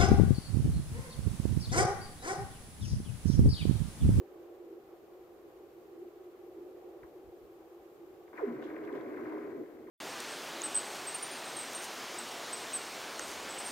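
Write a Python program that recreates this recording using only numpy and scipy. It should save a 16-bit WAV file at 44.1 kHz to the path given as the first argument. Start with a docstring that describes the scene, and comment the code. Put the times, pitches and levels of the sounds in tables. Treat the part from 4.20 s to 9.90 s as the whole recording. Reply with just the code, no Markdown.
"""A frozen lake hums with far-off cracking over the hiss of air and microphone.
Near 2.8 s the ice snaps once and a little wind nudges the microphone. Bending waves travel faster the
higher they are, so each snap arrives as a falling chirp that ends in the ring of the sheet.
At 4.1 s a long crack opens with a boom and runs on in snaps and rumble while ice ticks at the shore.
It stops at 5.4 s and the ice settles."""
import sys
import numpy as np
from scipy import signal
from scipy.fft import rfft, irfft, next_fast_len
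from scipy.io import wavfile
from scipy.ndimage import uniform_filter1d

SR = 44100
rng = np.random.default_rng(int(sys.argv[2]) if len(sys.argv) > 2 else 0)


def wav_out(sig):
    """Save sig, one row per channel (or a flat mono array), as 16-bit PCM at SR to the path in sys.argv[1]."""
    wavfile.write(sys.argv[1], SR, np.round(np.clip(np.atleast_2d(sig).T, -1, 1) * 32767).astype(np.int16))


N = 251370
SIZE = next_fast_len(N + SR, True)
HZ, TIME = np.fft.rfftfreq(SIZE, 1 / SR), np.arange(SIZE) / SR

# likeness at the two microphone ports: freq_hz, coherence, left_lead_rad
CRACK_PORTS = [(100, 0.92, 0.078), (300, 0.81, 0.41), (610, 0.87, 0.61), (1000, 0.2, 0.8),
               (1750, 0.51, 1.44), (2230, 0.6, 0.41), (3500, 0.091, 0.14)]
AIR_PORTS = [(30, .25, 0), (90, .6, 0), (200, .6, 0), (1000, .1, 0), (3000, 0, 0)]
# port balance: freq_hz, left_minus_right_db
CRACK_BALANCE = [(200, -1), (380, 0.5), (700, 1), (1300, 3.5), (2400, 2.5), (4400, 4.5)]
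AIR_BALANCE = [(4000, 0), (8000, .8), (14000, 2.7)]


def amp(db):
    """Decibels to gain."""
    return 10 ** (np.asarray(db) / 20)


def unit_rms(x):
    """Scales to rms 1."""
    return x / np.sqrt(np.mean(x ** 2) + 1e-30)


def steadied(x, span_s):
    """Removes swells slower than span_s, leaving rms 1."""
    power = uniform_filter1d((x ** 2).mean(0), max(int(span_s * SR), 1), mode="wrap")
    return x / np.sqrt(abs(power) + 1e-30)


def curve(points, column=1):
    """Table column interpolated over log frequency."""
    table = np.array(points, float)
    return np.interp(np.log(HZ + 1), np.log(table[:, 0] + 1), table[:, column])


def lowpass(hz):
    """Zero-phase low-pass gain, one half at hz."""
    return 1 / (1 + (HZ / hz) ** 6)


def ring_db(hz, width_hz, lift_db):
    """Spectral bump of one resonance."""
    return lift_db / (1 + (2 * (HZ - hz) / width_hz) ** 2)


def causal(colour_db):
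    """Minimum-phase spectrum: a pulse that starts sharply, then rings."""
    gain = amp(colour_db) / amp(colour_db).mean()
    cepstrum = irfft(np.log(gain), SIZE)
    cepstrum[1:SIZE // 2] *= 2
    cepstrum[SIZE // 2 + 1:] = 0
    return np.exp(rfft(cepstrum))


def noise():
    """Two independent white spectra."""
    return rfft(rng.standard_normal((2, SIZE)))


def bell(centre_s, sigma_s):
    """Gaussian envelope, peak 1."""
    return np.exp(-.5 * ((TIME - centre_s) / sigma_s) ** 2)


def lifts_db(swells):
    """Sums swells into one lift for long waves, one for short."""
    return sum(np.outer([low_db, high_db], bell(centre_s, sigma_s))
               for centre_s, sigma_s, low_db, high_db in swells)


def placed(spectrum, ports, balance):
    """Applies the phase lead and balance of a direction."""
    half = np.array([[.5], [-.5]])
    return spectrum * amp(half * curve(balance)) * np.exp(1j * half * curve(ports, column=2))


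def diffuse(spectra, ports, balance):
    """Two independent spectra to partly coherent stereo sound."""
    coherence = np.clip(curve(ports), -1, 1)
    right = coherence * spectra[0] + np.sqrt(1 - coherence ** 2) * spectra[1]
    return irfft(placed(np.array([spectra[0], right]), ports, balance), SIZE)


def bending(arrival_s, sweep_s):
    """Long waves lag, the more as they drag water: 2500 Hz at arrival_s, 460 Hz sweep_s later."""
    hz = np.maximum(HZ, 30)
    slowness = np.sqrt(hz + 300) / hz
    first, last = slowness[np.searchsorted(HZ, [2500, 460])]
    delay_s = arrival_s + sweep_s * (slowness - first) / (last - first)
    return np.exp(-2j * np.pi * np.cumsum(delay_s) * HZ[1])


def swarm(rate_per_s, spread_db, near_sweep_s, far_sweep_s, distances):
    """Two spectra of random, uneven snaps; the sweep grows with distance."""
    spectra = 0
    for sweep_s in np.linspace(near_sweep_s, far_sweep_s, distances):
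        fires = rng.random((2, SIZE)) < rate_per_s / distances / SR
        size = np.clip(rng.laplace(size=(2, SIZE)), -3, 3)
        impulses = fires * np.sign(size) * amp(spread_db * abs(size))
        spectra = spectra + rfft(impulses) * bending(0, sweep_s)
    return spectra


def far_ice(hum_db=-57.5, wash_db=-59.5, split_hz=440):
    """Distant snaps blur into a wash and a hum at the note the sheet radiates best."""
    # distant ice spectrum: freq_hz, level_db
    colour = [(60, -45), (200, -27.5), (285, -19), (315, -12.5), (342, 0), (375, -2.5), (430, -8.5),
              (560, -16), (650, -21.5), (790, -18.5), (900, -28), (1130, -26), (1500, -32.5),
              (10000, -65.5)]
    # port likeness: freq_hz, coherence, left_lead_rad
    ports = [(100, 1, 0), (348, 0.91, 0.0023), (704, 0.87, 0.15), (1100, 0.45, -0.12), (1490, 0.037, -0.56),
             (3000, 0.25, -0.062)]
    # port balance: freq_hz, left_minus_right_db
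    balance = [(380, -0.83), (700, 1), (2400, -0.88)]
    # far cracks running: centre_s, sigma_s, note_lift_db, moan_lift_db
    swells = [(.01, 0.026, 10, 6.5), (.25, 0.095, 4.5, 5), (.51, 0.058, 9, 3), (1.81, 0.048, 9.5, -4),
              (2.41, 0.041, 6.5, -3), (2.45, 0.48, 5, 1.5), (2.64, 0.17, -1.5, 5), (3.87, 0.037, 7, -6)]
    cracking = swarm(rate_per_s=700, spread_db=3, near_sweep_s=.06, far_sweep_s=.25, distances=4)
    cracking *= amp(curve(colour) + ring_db(hz=360, width_hz=40, lift_db=2.5))
    low = lowpass(split_hz) ** 2
    hum = steadied(diffuse(cracking * low, ports, balance), span_s=.17)
    wash = steadied(diffuse(cracking * (1 - low) ** 2, ports, balance), span_s=.4)
    # swells radiate at the note and just above it
    note = irfft(rfft(hum) * (1 - lowpass(hz=250)), SIZE)
    moan = irfft(rfft(wash) * lowpass(hz=680), SIZE)
    note_gain, moan_gain = amp(lifts_db(swells)) - 1
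    return amp(hum_db) * (hum + note_gain * note) + amp(wash_db) * (wash + moan_gain * moan)


def hiss(level_db=-70, waver_db=.5, waver_hz=14):
    """Still air and microphone self-noise, with a thin whine on top."""
    # noise floor: freq_hz, level_db
    colour = [(15, 9.5), (60, 20.5), (150, 18), (300, -5), (1000, -1.5), (2300, 5.5), (3500, 2.5),
              (5500, -1.5), (7400, -1), (8500, -5), (10500, -4), (13500, 4.5), (16000, -2.5)]
    whine_db = ring_db(hz=14945, width_hz=90, lift_db=5)
    waver = unit_rms(irfft(noise()[0] * (HZ < waver_hz), SIZE))
    air = diffuse(noise() * amp(curve(colour) + whine_db), AIR_PORTS, AIR_BALANCE)
    return amp(level_db + waver_db * waver) * unit_rms(air)


def sheet_db():
    """Response of the ice sheet with its resonances."""
    # broad shape: freq_hz, level_db
    colour = [(40, -52), (125, -21), (218, -21.5), (236, -12.5), (275, -5.5), (330, 0), (410, -4),
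              (500, -10), (700, -15.5), (860, -27.5), (1300, -23.5), (2150, -23), (2900, -43.5),
              (9000, -58.5)]
    # resonances: pitch_hz, width_hz, lift_db
    rings = [(238.4, 15, 7.5), (309.6, 9.7, 9), (412, 34, 5), (1006, 274, 11.5), (1550, 150, 5.5),
             (1994, 27, 0.5)]
    return curve(colour) + sum(ring_db(*ring) for ring in rings)


def chirps(waves, colour_db, scatter, scatter_t60_s, scatter_hz):
    """Colours travelling waves; flaws in the ice scatter the short ones into a brief tail."""
    tail = rng.standard_normal((2, SIZE)) * amp(-60 * np.minimum(TIME / scatter_t60_s, 2))
    highpass = HZ ** 2 / (HZ ** 2 + scatter_hz ** 2)
    scattered = rfft(tail / np.linalg.norm(tail[0])) * highpass
    spectra = waves * causal(colour_db) * (1 + scatter * scattered)
    return irfft(placed(spectra, CRACK_PORTS, CRACK_BALANCE), SIZE)


def snaps(absorb_hz=3900):
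    """Large, sharp-fronted snaps; the ice swallows their shortest waves."""
    # fractures: arrival_s, level_db, sweep_s, tilt_db_per_octave
    fractures = [(2.831, -36.5, .022, 0.5), (4.077, -46.5, .028, 4.5), (4.130, -34, 0.0078, -7),
                 (4.182, -30.5, .008, -2), (4.275, -33, 0.044, -4), (4.422, -31.5, 0.022, 1),
                 (4.500, -36, 0.046, 6), (4.563, -35, .028, 9), (4.675, -40, .038, 8),
                 (4.688, -29.5, 0.042, 0.5), (4.736, -29.5, .026, -2), (4.800, -34, 0.041, 2),
                 (4.966, -28, .05, -1), (5.056, -30, 0.022, -3), (5.109, -28, .038, -11),
                 (5.121, -32.5, 0.0241, -4), (5.168, -27.5, .018, -15), (5.668, -36, 0.048, -2)]
    octaves = np.log2(np.clip(HZ / 1000, .7, 2.5))
    waves = sum(amp(level_db + tilt * octaves) * bending(arrival_s, sweep_s)
                for arrival_s, level_db, sweep_s, tilt in fractures)
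    front_db = curve([(150, -16.5), (330, -8.5), (1100, 1.0), (2500, -0.5)])
    return chirps(waves * lowpass(absorb_hz), sheet_db() + front_db,
                  scatter=1, scatter_t60_s=.13, scatter_hz=600)


def wind():
    """Soft low puffs against the microphone ports."""
    # puffs: centre_s, level_db, sigma_s
    puffs = [(2.84, -60.5, .016), (3.08, -61, .022), (3.24, -65, .018)]
    # buffeting spectrum: freq_hz, level_db
    colour = [(15, -35), (30, -12), (45, -3), (65, 0), (110, -7), (250, -25), (900, -60)]
    envelope = sum(amp(level_db) * bell(centre_s, sigma_s) for centre_s, level_db, sigma_s in puffs)
    buffeting = diffuse(noise() * amp(curve(colour)), AIR_PORTS, AIR_BALANCE)
    return envelope * steadied(buffeting, span_s=.053)


def run_envelope(rise_s, until_s, fall_db_per_s, settle_db, open_s=4.128):
    """Rises as the crack opens, holds, then falls to the level of settling ice."""
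    rise = np.clip((TIME - open_s) / rise_s, 0, 1)
    fall_db = -fall_db_per_s * np.maximum(TIME - until_s, 0)
    return rise * amp(np.maximum(fall_db, settle_db))


def running_crack(rumble_db=-42.5, chatter_db=-55, split_hz=700):
    """Small snaps merge into rumble and chatter; the chatter starts fading first as the tip recedes."""
    # brief swells in loudness: centre_s, sigma_s, rumble_lift_db, chatter_lift_db
    swells = [(4.23, 0.047, 2.5, 2.5), (4.755, 0.016, 5, 4.5), (5.08, 0.096, 1, 3), (5.41, 0.012, 3, -3)]
    rumble_lift_db, chatter_lift_db = lifts_db(swells)
    cracking = swarm(rate_per_s=600, spread_db=3, near_sweep_s=.014, far_sweep_s=.042, distances=6)
    cracking *= causal(sheet_db())
    low = lowpass(split_hz)
    rumble = steadied(diffuse(cracking * low, CRACK_PORTS, CRACK_BALANCE), span_s=.058)
    chatter = steadied(diffuse(cracking * (1 - low), CRACK_PORTS, CRACK_BALANCE), span_s=.22)
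    rumble *= run_envelope(rise_s=.22, until_s=5.425, fall_db_per_s=400, settle_db=-9)
    chatter *= run_envelope(rise_s=.012, until_s=5.25, fall_db_per_s=43, settle_db=-11.5)
    return amp(rumble_db + rumble_lift_db) * rumble + amp(chatter_db + chatter_lift_db) * chatter


def boom(echo_s=.0292, echo_db=-4, echo_hz=330):
    """The opening break; its longest waves return once from the shore."""
    # break: arrival_s, level_db, sweep_s
    breaks = [(4.174, -17, .051)]
    # break spectrum: freq_hz, level_db
    colour = [(40, -58), (135, -21.5), (205, -23.5), (234, -0.5), (250, -1), (280, -19.5), (350, -13.5),
              (410, 3), (470, -8.5), (560, -19.5), (1100, -31.5), (2300, -42), (3300, -79), (9000, -99)]
    waves = sum(amp(level_db) * bending(arrival_s, sweep_s) for arrival_s, level_db, sweep_s in breaks)
    waves *= 1 + amp(echo_db) * lowpass(echo_hz) ** 2 * bending(echo_s, 0)
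    return chirps(waves, curve(colour), scatter=3.5, scatter_t60_s=.16, scatter_hz=1110)


def shore_ticks(graininess=.4, crumble_samples=180):
    """Small brittle fractures close by, heard through the air."""
    # fractures: start_s, level_db, t60_s
    ticks = [(4.325, -64, .02), (4.424, -59, 0.059), (4.437, -63.5, 0.3), (4.637, -59, .02),
             (4.648, -60, 0.036), (4.726, -57, .02), (4.752, -66, 0.25), (4.81, -58, 0.014)]
    # tick spectrum: freq_hz, level_db
    colour = [(1200, -33), (2600, -1.5), (3350, 2.5), (4800, -12), (7300, -15), (11000, -42)]
    envelope = sum(amp(level_db - 60 * np.clip((TIME - start_s) / t60_s, 0, 2)) * (TIME >= start_s)
                   for start_s, level_db, t60_s in ticks)
    envelope = uniform_filter1d(envelope, crumble_samples)
    grains = unit_rms(rng.standard_normal((2, SIZE)) * np.exp(graininess * rng.standard_normal(SIZE)))
    return irfft(rfft(grains * envelope) * unit_rms(amp(curve(colour))), SIZE)


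def scene():
    """The long crack over the quiet lake, in stereo."""
    crack = boom() + snaps() + running_crack()
    return (crack + far_ice() + shore_ticks() + wind() + hiss())[:, :N]


def record(dry):
    """Steep low-pass band limit."""
    edge_hz = 15660
    taps = signal.firwin(1023, edge_hz, window=("kaiser", 9), fs=SR)
    return signal.oaconvolve(dry, taps[None], "same")


dry = scene()
out = record(dry)
wav_out(out)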